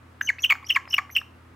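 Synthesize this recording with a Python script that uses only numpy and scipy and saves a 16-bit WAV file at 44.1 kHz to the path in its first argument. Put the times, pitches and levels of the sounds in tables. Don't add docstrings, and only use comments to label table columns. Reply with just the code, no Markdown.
import sys
import numpy as np
from scipy import signal
from scipy.fft import rfft, irfft
from scipy.io import wavfile

SR = 44100
rng = np.random.default_rng(int(sys.argv[2]) if len(sys.argv) > 2 else 0)


def wav_out(sig):
    wavfile.write(sys.argv[1], SR, np.round(np.clip(np.atleast_2d(sig).T, -1, 1) * 32767).astype(np.int16))


N = 68355
TIME = np.arange(N) / SR
JITTER_HZ, CUTOFF_HZ = 680, 16000

# (frequency [Hz], relative level [dB])
SLACK_RASP = [(450, -34.5), (750, 1), (1200, 12.5), (2200, 23.5), (3300, 14.5), (4500, -16), (5700, -3),
              (6700, -8.5), (7400, 1), (8500, -11), (9900, -33), (10900, -12), (12200, -9), (13200, -1.5),
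              (15800, -2.5)]


def from_db(db):
    return 10 ** (np.asarray(db) / 20)


def rms_one(x):
    return x / np.sqrt(np.mean(x ** 2) + 1e-20)


def gain_at(spectrum, hz):
    freqs, db = np.transpose(spectrum)
    return from_db(np.interp(np.log(np.maximum(hz, 1)), np.log(freqs), db))


def coloured(spectrum, x):
    freqs = np.arange(len(x) // 2 + 1) * SR / len(x)
    return irfft(rfft(x) * gain_at(spectrum, freqs), len(x))


def drift(rate_hz):
    freqs = np.arange(N // 2 + 1) * SR / N
    return rms_one(irfft(rfft(rng.standard_normal(N)) / (1 + (freqs / rate_hz) ** 2), N))


def follow(curve, fade_s=.003):
    times, *columns = np.transpose(sorted(map(tuple, curve)))
    inside_s = np.minimum(TIME - times[0], times[-1] - TIME)
    gate = np.sin(np.pi / 2 * np.clip(inside_s / fade_s + .5, 0, 1)) ** 2
    return [gate] + [np.interp(TIME, times, column) for column in columns]


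def stereo(mid, side):
    return np.array([mid + side, mid - side])


def background():
    # (frequency [Hz], level [dB])
    partials = [(84.3, -54.5), (120, -60), (253, -63.5), (338, -71)]
    # (frequency [Hz], relative level [dB])
    air = [(25, -16.5), (45, -9), (70, 2), (110, -4), (160, -4), (280, -1.5), (450, -6.5), (700, -9.5),
           (1200, -6), (2200, -14), (3500, -22.5), (6000, -30.5), (10000, -31.5), (16000, -38.5)]
    # (frequency [Hz], side against mid [dB])
    width = [(40, -13), (120, -13.5), (300, -4.5), (1200, -2.5), (6000, -2.5), (12000, -10)]
    waver_db, air_db = .17, -56
    hum = 0
    for hz, db in partials:
        level = from_db(db + waver_db * drift(rate_hz=4.1))
        hum += level * np.sqrt(2) * np.sin(2 * np.pi * (hz * TIME + rng.random()))
    mid, side = [rms_one(coloured(air, rng.standard_normal(N))) for _ in range(2)]
    return hum + from_db(air_db) * stereo(mid, coloured(width, side))


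def vibrate(hz, jitter):
    return 2 * np.pi * np.cumsum(hz * (1 + jitter * drift(JITTER_HZ))) / SR


def tone(phase, hz, overtones, brightness=1):
    upper = sum(gain_at(overtones, k * hz) * (k * hz < CUTOFF_HZ) * np.sin(k * phase)
                for k in range(2, 7))
    return np.sqrt(2) * (np.sin(phase) + brightness * upper)


def rasp(phase, spectrum):
    puffs = rng.standard_normal(N) * (1 + np.cos(phase))
    return rms_one(coloured(spectrum, puffs))


def pip(start_s, length_s, first_hz, last_hz, db):
    # (frequency [Hz], level against the fundamental [dB])
    overtones = [(2000, -17), (3500, -21.5), (7000, -50.5), (10000, -57.5), (14000, -45)]
    progress = np.clip((TIME - start_s) / length_s, 0, 1)
    hz = first_hz + (last_hz - first_hz) * progress
    phase = vibrate(hz, jitter=.03)
    grit = from_db(-13.5) * rasp(phase, SLACK_RASP)
    return from_db(db) * np.sin(np.pi * progress) * (tone(phase, hz, overtones) + grit)


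def whistle(curve):
    # (frequency [Hz], gain [dB])
    octave_colour = [(10200, -27), (11000, -6.5), (12000, 6.5), (13000, 11)]
    reference_db, octave_base_db, rise_db_per_s = -26.5, -60.5, 14
    gate, hz, db = follow(curve)
    phase = vibrate(hz, jitter=.004)
    octave_db = octave_base_db + .5 * (db - reference_db) + rise_db_per_s * TIME
    octave = from_db(octave_db) * gain_at(octave_colour, 2 * hz) * np.sin(2 * phase)
    grain = 1 + .2 * drift(JITTER_HZ)
    return gate * grain * np.sqrt(2) * (from_db(db) * np.sin(phase) + octave)


def croak(curve):
    # (frequency [Hz], level against the fundamental [dB])
    overtones = [(3500, -31), (4600, -24.5), (5600, -42), (7000, -26.5), (8200, -39), (10000, -47.5),
                 (12000, -43.5), (15000, -42)]
    # (frequency [Hz], relative level [dB])
    rattle_colour = [(450, -39.5), (620, -19), (750, 15.5), (900, 5), (1200, 16.5), (1800, 4.5),
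                     (3000, -38.5)]
    throat_hz, rasp_boost_db = 1083, 13.5
    gate, hz, db, half_db, rasp_db = follow(curve)
    phase = vibrate(hz, jitter=.0117)
    half_phase = vibrate(np.maximum(hz / 2, throat_hz), jitter=.028)
    coupling = np.minimum(from_db(db - half_db), 1)
    rattle = from_db(-9) * rms_one(coloured(rattle_colour, rng.standard_normal(N)))
    sum_tone = from_db(-18.5) * np.sqrt(2) * np.sin(half_phase + phase)
    undertone = np.sqrt(2) * np.sin(half_phase) + coupling * (sum_tone + rattle)
    grit = from_db(rasp_db + rasp_boost_db) * rasp(phase, SLACK_RASP)
    return gate * (from_db(db) * tone(phase, hz, overtones) + from_db(half_db) * undertone + grit)


def squeak(surge_s, flutter_hz, curve):
    # (frequency [Hz], level against the fundamental [dB])
    overtones = [(5000, -26), (6000, -26), (8500, -30.5), (10000, -57.5), (11500, -39.5), (13200, -26),
                 (15000, -31)]
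    # (frequency [Hz], relative level [dB])
    taut_rasp = [(700, -4.5), (1250, 8.5), (2200, 18.5), (3200, 12.5), (4400, -12), (5600, -0.5),
                 (6600, -8), (7100, -9), (8400, 0), (9900, -32), (10900, -3.5), (12200, -8), (13200, 9),
                 (15700, 2)]
    full_effort_db, pitch_bend, tremolo_depth = -8, .078, .55
    gate, hz, db = follow(curve)
    effort = np.minimum(from_db(db - full_effort_db), 1)
    flutter = effort * np.cos(2 * np.pi * flutter_hz * (TIME - surge_s))
    phase = vibrate(hz * (1 - pitch_bend * flutter), jitter=.012)
    voice = tone(phase, hz, overtones, brightness=effort ** .18)
    grit = from_db(-15.5) * np.sqrt(effort) * (1 + flutter) * rasp(phase, taut_rasp)
    return gate * from_db(db) * (1 + tremolo_depth * flutter) * (voice + grit)


def room_tail():
    # (frequency [Hz], gain [dB])
    colour = [(400, -18), (600, -18), (800, -5), (1100, -14.5), (1600, -18.5), (2300, -22.5), (3000, -22.5),
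              (4500, -15.5), (6500, -9.5), (9000, -14), (15000, -17.5)]
    predelay_s, crossover_hz, body_t60_s, treble_t60_s = .0079, 3800, .34, .26
    noise = coloured(colour, rng.standard_normal(N))
    body = signal.sosfiltfilt(signal.butter(2, crossover_hz, fs=SR, output="sos"), noise)
    body_fade, treble_fade = [from_db(-60 * TIME / t60) * (TIME > predelay_s)
                              for t60 in (body_t60_s, treble_t60_s)]
    return (body * body_fade + (noise - body) * treble_fade) / np.linalg.norm(body_fade)


def room(direct):
    # (delay [s], level [dB])
    echoes = [(.0031, -18), (.0083, -21.5)]
    # (frequency [Hz], side against mid [dB])
    width = [(1000, -5.5), (2600, -10.5), (5000, 0), (12000, -3)]
    early = sum(from_db(db) * np.roll(direct, int(delay_s * SR)) for delay_s, db in echoes)
    tail_mid, tail_side = [signal.fftconvolve(direct, room_tail())[:N] for _ in range(2)]
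    return stereo(direct + early + tail_mid, coloured(width, early) + from_db(-12) * tail_side)


def scene():
    # (start [s], length [s], first
    # pitch [Hz], last pitch [Hz], level [dB])
    pips = [(0.2099, 0.0043, 2100, 1430, -22), (0.2116, 0.0041, 1607, 1864, -15.5),
            (.212, 0.0054, 2800, 3080, -31.5), (0.384, 0.0036, 1800, 2400, -32.5),
            (0.387, 0.013, 2467, 2700, -36.5), (0.552, 0.005, 1900, 1060, -32.5),
            (0.6242, 0.014, 1225, 1000, -42), (0.643, 0.0034, 1780, 2540, -39.5),
            (0.67, 0.0075, 3050, 2980, -45.5), (0.855, 0.0019, 3250, 1950, -40),
            (0.8754, 0.0017, 1262, 940, -36), (0.877, 0.0026, 1850, 2220, -37.5),
            (0.906, 0.016, 2710, 3100, -42.5), (0.964, 0.0083, 2905, 2935, -31),
            (1.0946, 0.002, 1100, 1920, -38.5), (1.0995, 0.0056, 1880, 2270, -40),
            (1.213, 0.0056, 1756, 1750, -39), (1.2152, 0.0043, 1180, 1180, -37)]
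    # (time [s], pitch [Hz], level [dB])
    whistles = [
        [(0.217, 6010, -56), (0.224, 6245, -43), (0.234, 6220, -37), (0.24, 6050, -60), (0.246, 6390, -48),
         (0.255, 6150, -38), (0.258, 6010, -45), (0.265, 6270, -34), (0.273, 5660, -46), (0.281, 6090, -51.5),
         (0.289, 5430, -51)],
        [(0.387, 3634, -50), (0.397, 5500, -59), (0.402, 5760, -47.5), (0.41, 5880, -47), (0.419, 5950, -60),
         (0.422, 6640, -37.5), (0.426, 6660, -36.5), (0.431, 5710, -36.5), (0.438, 6100, -40),
         (0.443, 6740, -44.5)],
        [(0.538, 5400, -51.5), (0.543, 5150, -51.5)],
        [(0.645, 4830, -59.5), (0.65, 4850, -49), (0.659, 5270, -59.5), (0.664, 5760, -49), (0.669, 5620, -38),
         (0.676, 5930, -54), (0.682, 5530, -77), (0.686, 6760, -48.5), (0.69, 5530, -40), (0.694, 5440, -34.5),
         (0.7, 5560, -45)],
        [(0.738, 6010, -47), (0.742, 6330, -52), (0.748, 5050, -38), (0.755, 5650, -53)],
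        [(0.88, 5150.0, -57), (0.892, 5030, -49), (0.897, 5260, -56.5), (0.901, 6380, -52.5),
         (0.905, 5500, -42), (0.91, 5455, -33), (0.916, 5430, -47.5), (0.92, 6220, -52), (0.924, 5860, -40),
         (0.928, 5340, -35), (0.933, 5430, -39.5)],
        [(0.955, 5820.0, -45), (0.96, 5850, -48), (0.966, 5300, -38.5), (0.973, 6100, -53.5),
         (0.979, 5430, -43), (0.983, 4900, -49)],
        [(1.109, 6190, -62), (1.115, 5800, -48), (1.119, 6080, -61), (1.125, 6350, -52), (1.133, 6160.0, -52),
         (1.141, 5650, -59), (1.147, 6500, -62.5), (1.153, 5410, -38.5), (1.159, 5680, -65)],
        [(1.2, 5880, -55.5), (1.203, 5780, -53), (1.209, 5160, -52.5)],
    ]
    # (time [s], pitch [Hz], level [dB], half-pitch level [dB], rasp before its boost [dB])
    croaks = [
        [(.272, 3078, -36, -80, -76), (.275, 2939, -30.5, -70, -74), (.283, 3012, -27, -70.5, -71),
         (.2888, 2817, -26.5, -62, -72), (.291, 2275, -15.5, -51.5, -42), (.297, 2178, -17.5, -51.5, -65),
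         (.3012, 1975, -18.5, -54.5, -45), (.304, 1680, -17, -35.5, -60), (.308, 1740, -36, -72.5, -74)],
        [(.494, 3161, -33, -66, -67), (.497, 3047, -23, -67.5, -66), (.4995, 2908, -22, -66.5, -54.5),
         (.5012, 2664, -16, -38, -35.5), (.508, 2320, -12.5, -25, -34), (.5125, 2166, -15.5, -40, -47.5),
         (.5155, 2307, -19.5, -28, -44), (.5195, 2553, -25, -34, -55.5), (.5235, 2132, -10.5, -38.5, -36.5),
         (.527, 2250, -25, -23, -40.5), (.529, 2340, -18, -32, -55.5), (.532, 2280, -28, -45.5, -64)],
        [(.747, 2960, -44, -68.5, -60.5), (.752, 2756, -23.5, -68, -65.5), (.7585, 2784, -34, -58, -40),
         (.7612, 2376, -16.5, -33, -36), (.765, 2187, -14, -20.5, -56), (.769, 1963, -19, -20, -43.5),
         (.773, 1610, -22, -36.5, -53), (.778, 1790, -30.5, -33, -68), (.783, 1830, -40, -48, -75)],
        [(.981, 2693, -30, -56, -32.5), (.983, 2375, -15.5, -23, -48), (.9875, 2142, -19.5, -19.5, -49),
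         (.9905, 1574, -21, -37, -50), (.994, 2376, -37.5, -25, -75), (1.002, 2270, -51, -33, -72)],
    ]
    # (surge time [s], flutter rate [Hz], curve of (time [s], pitch [Hz], level [dB]))
    squeaks = [ (0.4415, 292, [(.433, 3280, -33), (.4375, 3380, -28), (.441, 3130, -16.5),
               (.447, 2820, -14), (.4522, 2753, -17), (.4565, 2844, -26.5), (.462, 3107, -21),
               (.469, 3040, -29)]), (0.7045, 176, [(.69, 3220, -49), (.698, 3233, -26.5),
               (.7012, 3088, -20.5), (.7035, 2935, -15.5), (.71, 2744, -15), (.713, 2776, -24),
               (.722, 3120, -25.5), (.728, 3030, -24), (.733, 3040, -38.5)]),
               (0.9412, 243.4, [(.926, 2903, -51.5), (.9315, 3007, -21.5), (.938, 3150, -25),
               (.9412, 2914, -15), (.946, 2766, -14), (.949, 2870, -22.5), (.953, 2804, -32),
               (.958, 2800, -43)]), (1.1649, 240, [(1.151, 3189, -35.5), (1.156, 2956, -26.5),
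               (1.1585, 3011, -24.5), (1.1625, 3123, -24), (1.1652, 2811, -13.5), (1.1735, 2635, -18),
               (1.178, 2806, -26), (1.182, 3095, -26), (1.1865, 2893, -25), (1.195, 2680, -32)])]
    toad = sum(map(whistle, whistles))
    toad += sum(squeak(*row) for row in squeaks)
    toad += sum(map(croak, croaks))
    toad += sum(pip(*row) for row in pips)
    return room(toad) + background()


def record(dry):
    return signal.sosfilt(signal.ellip(12, .1, 80, CUTOFF_HZ, fs=SR, output="sos"), dry)


dry = scene()
out = record(dry)
wav_out(out)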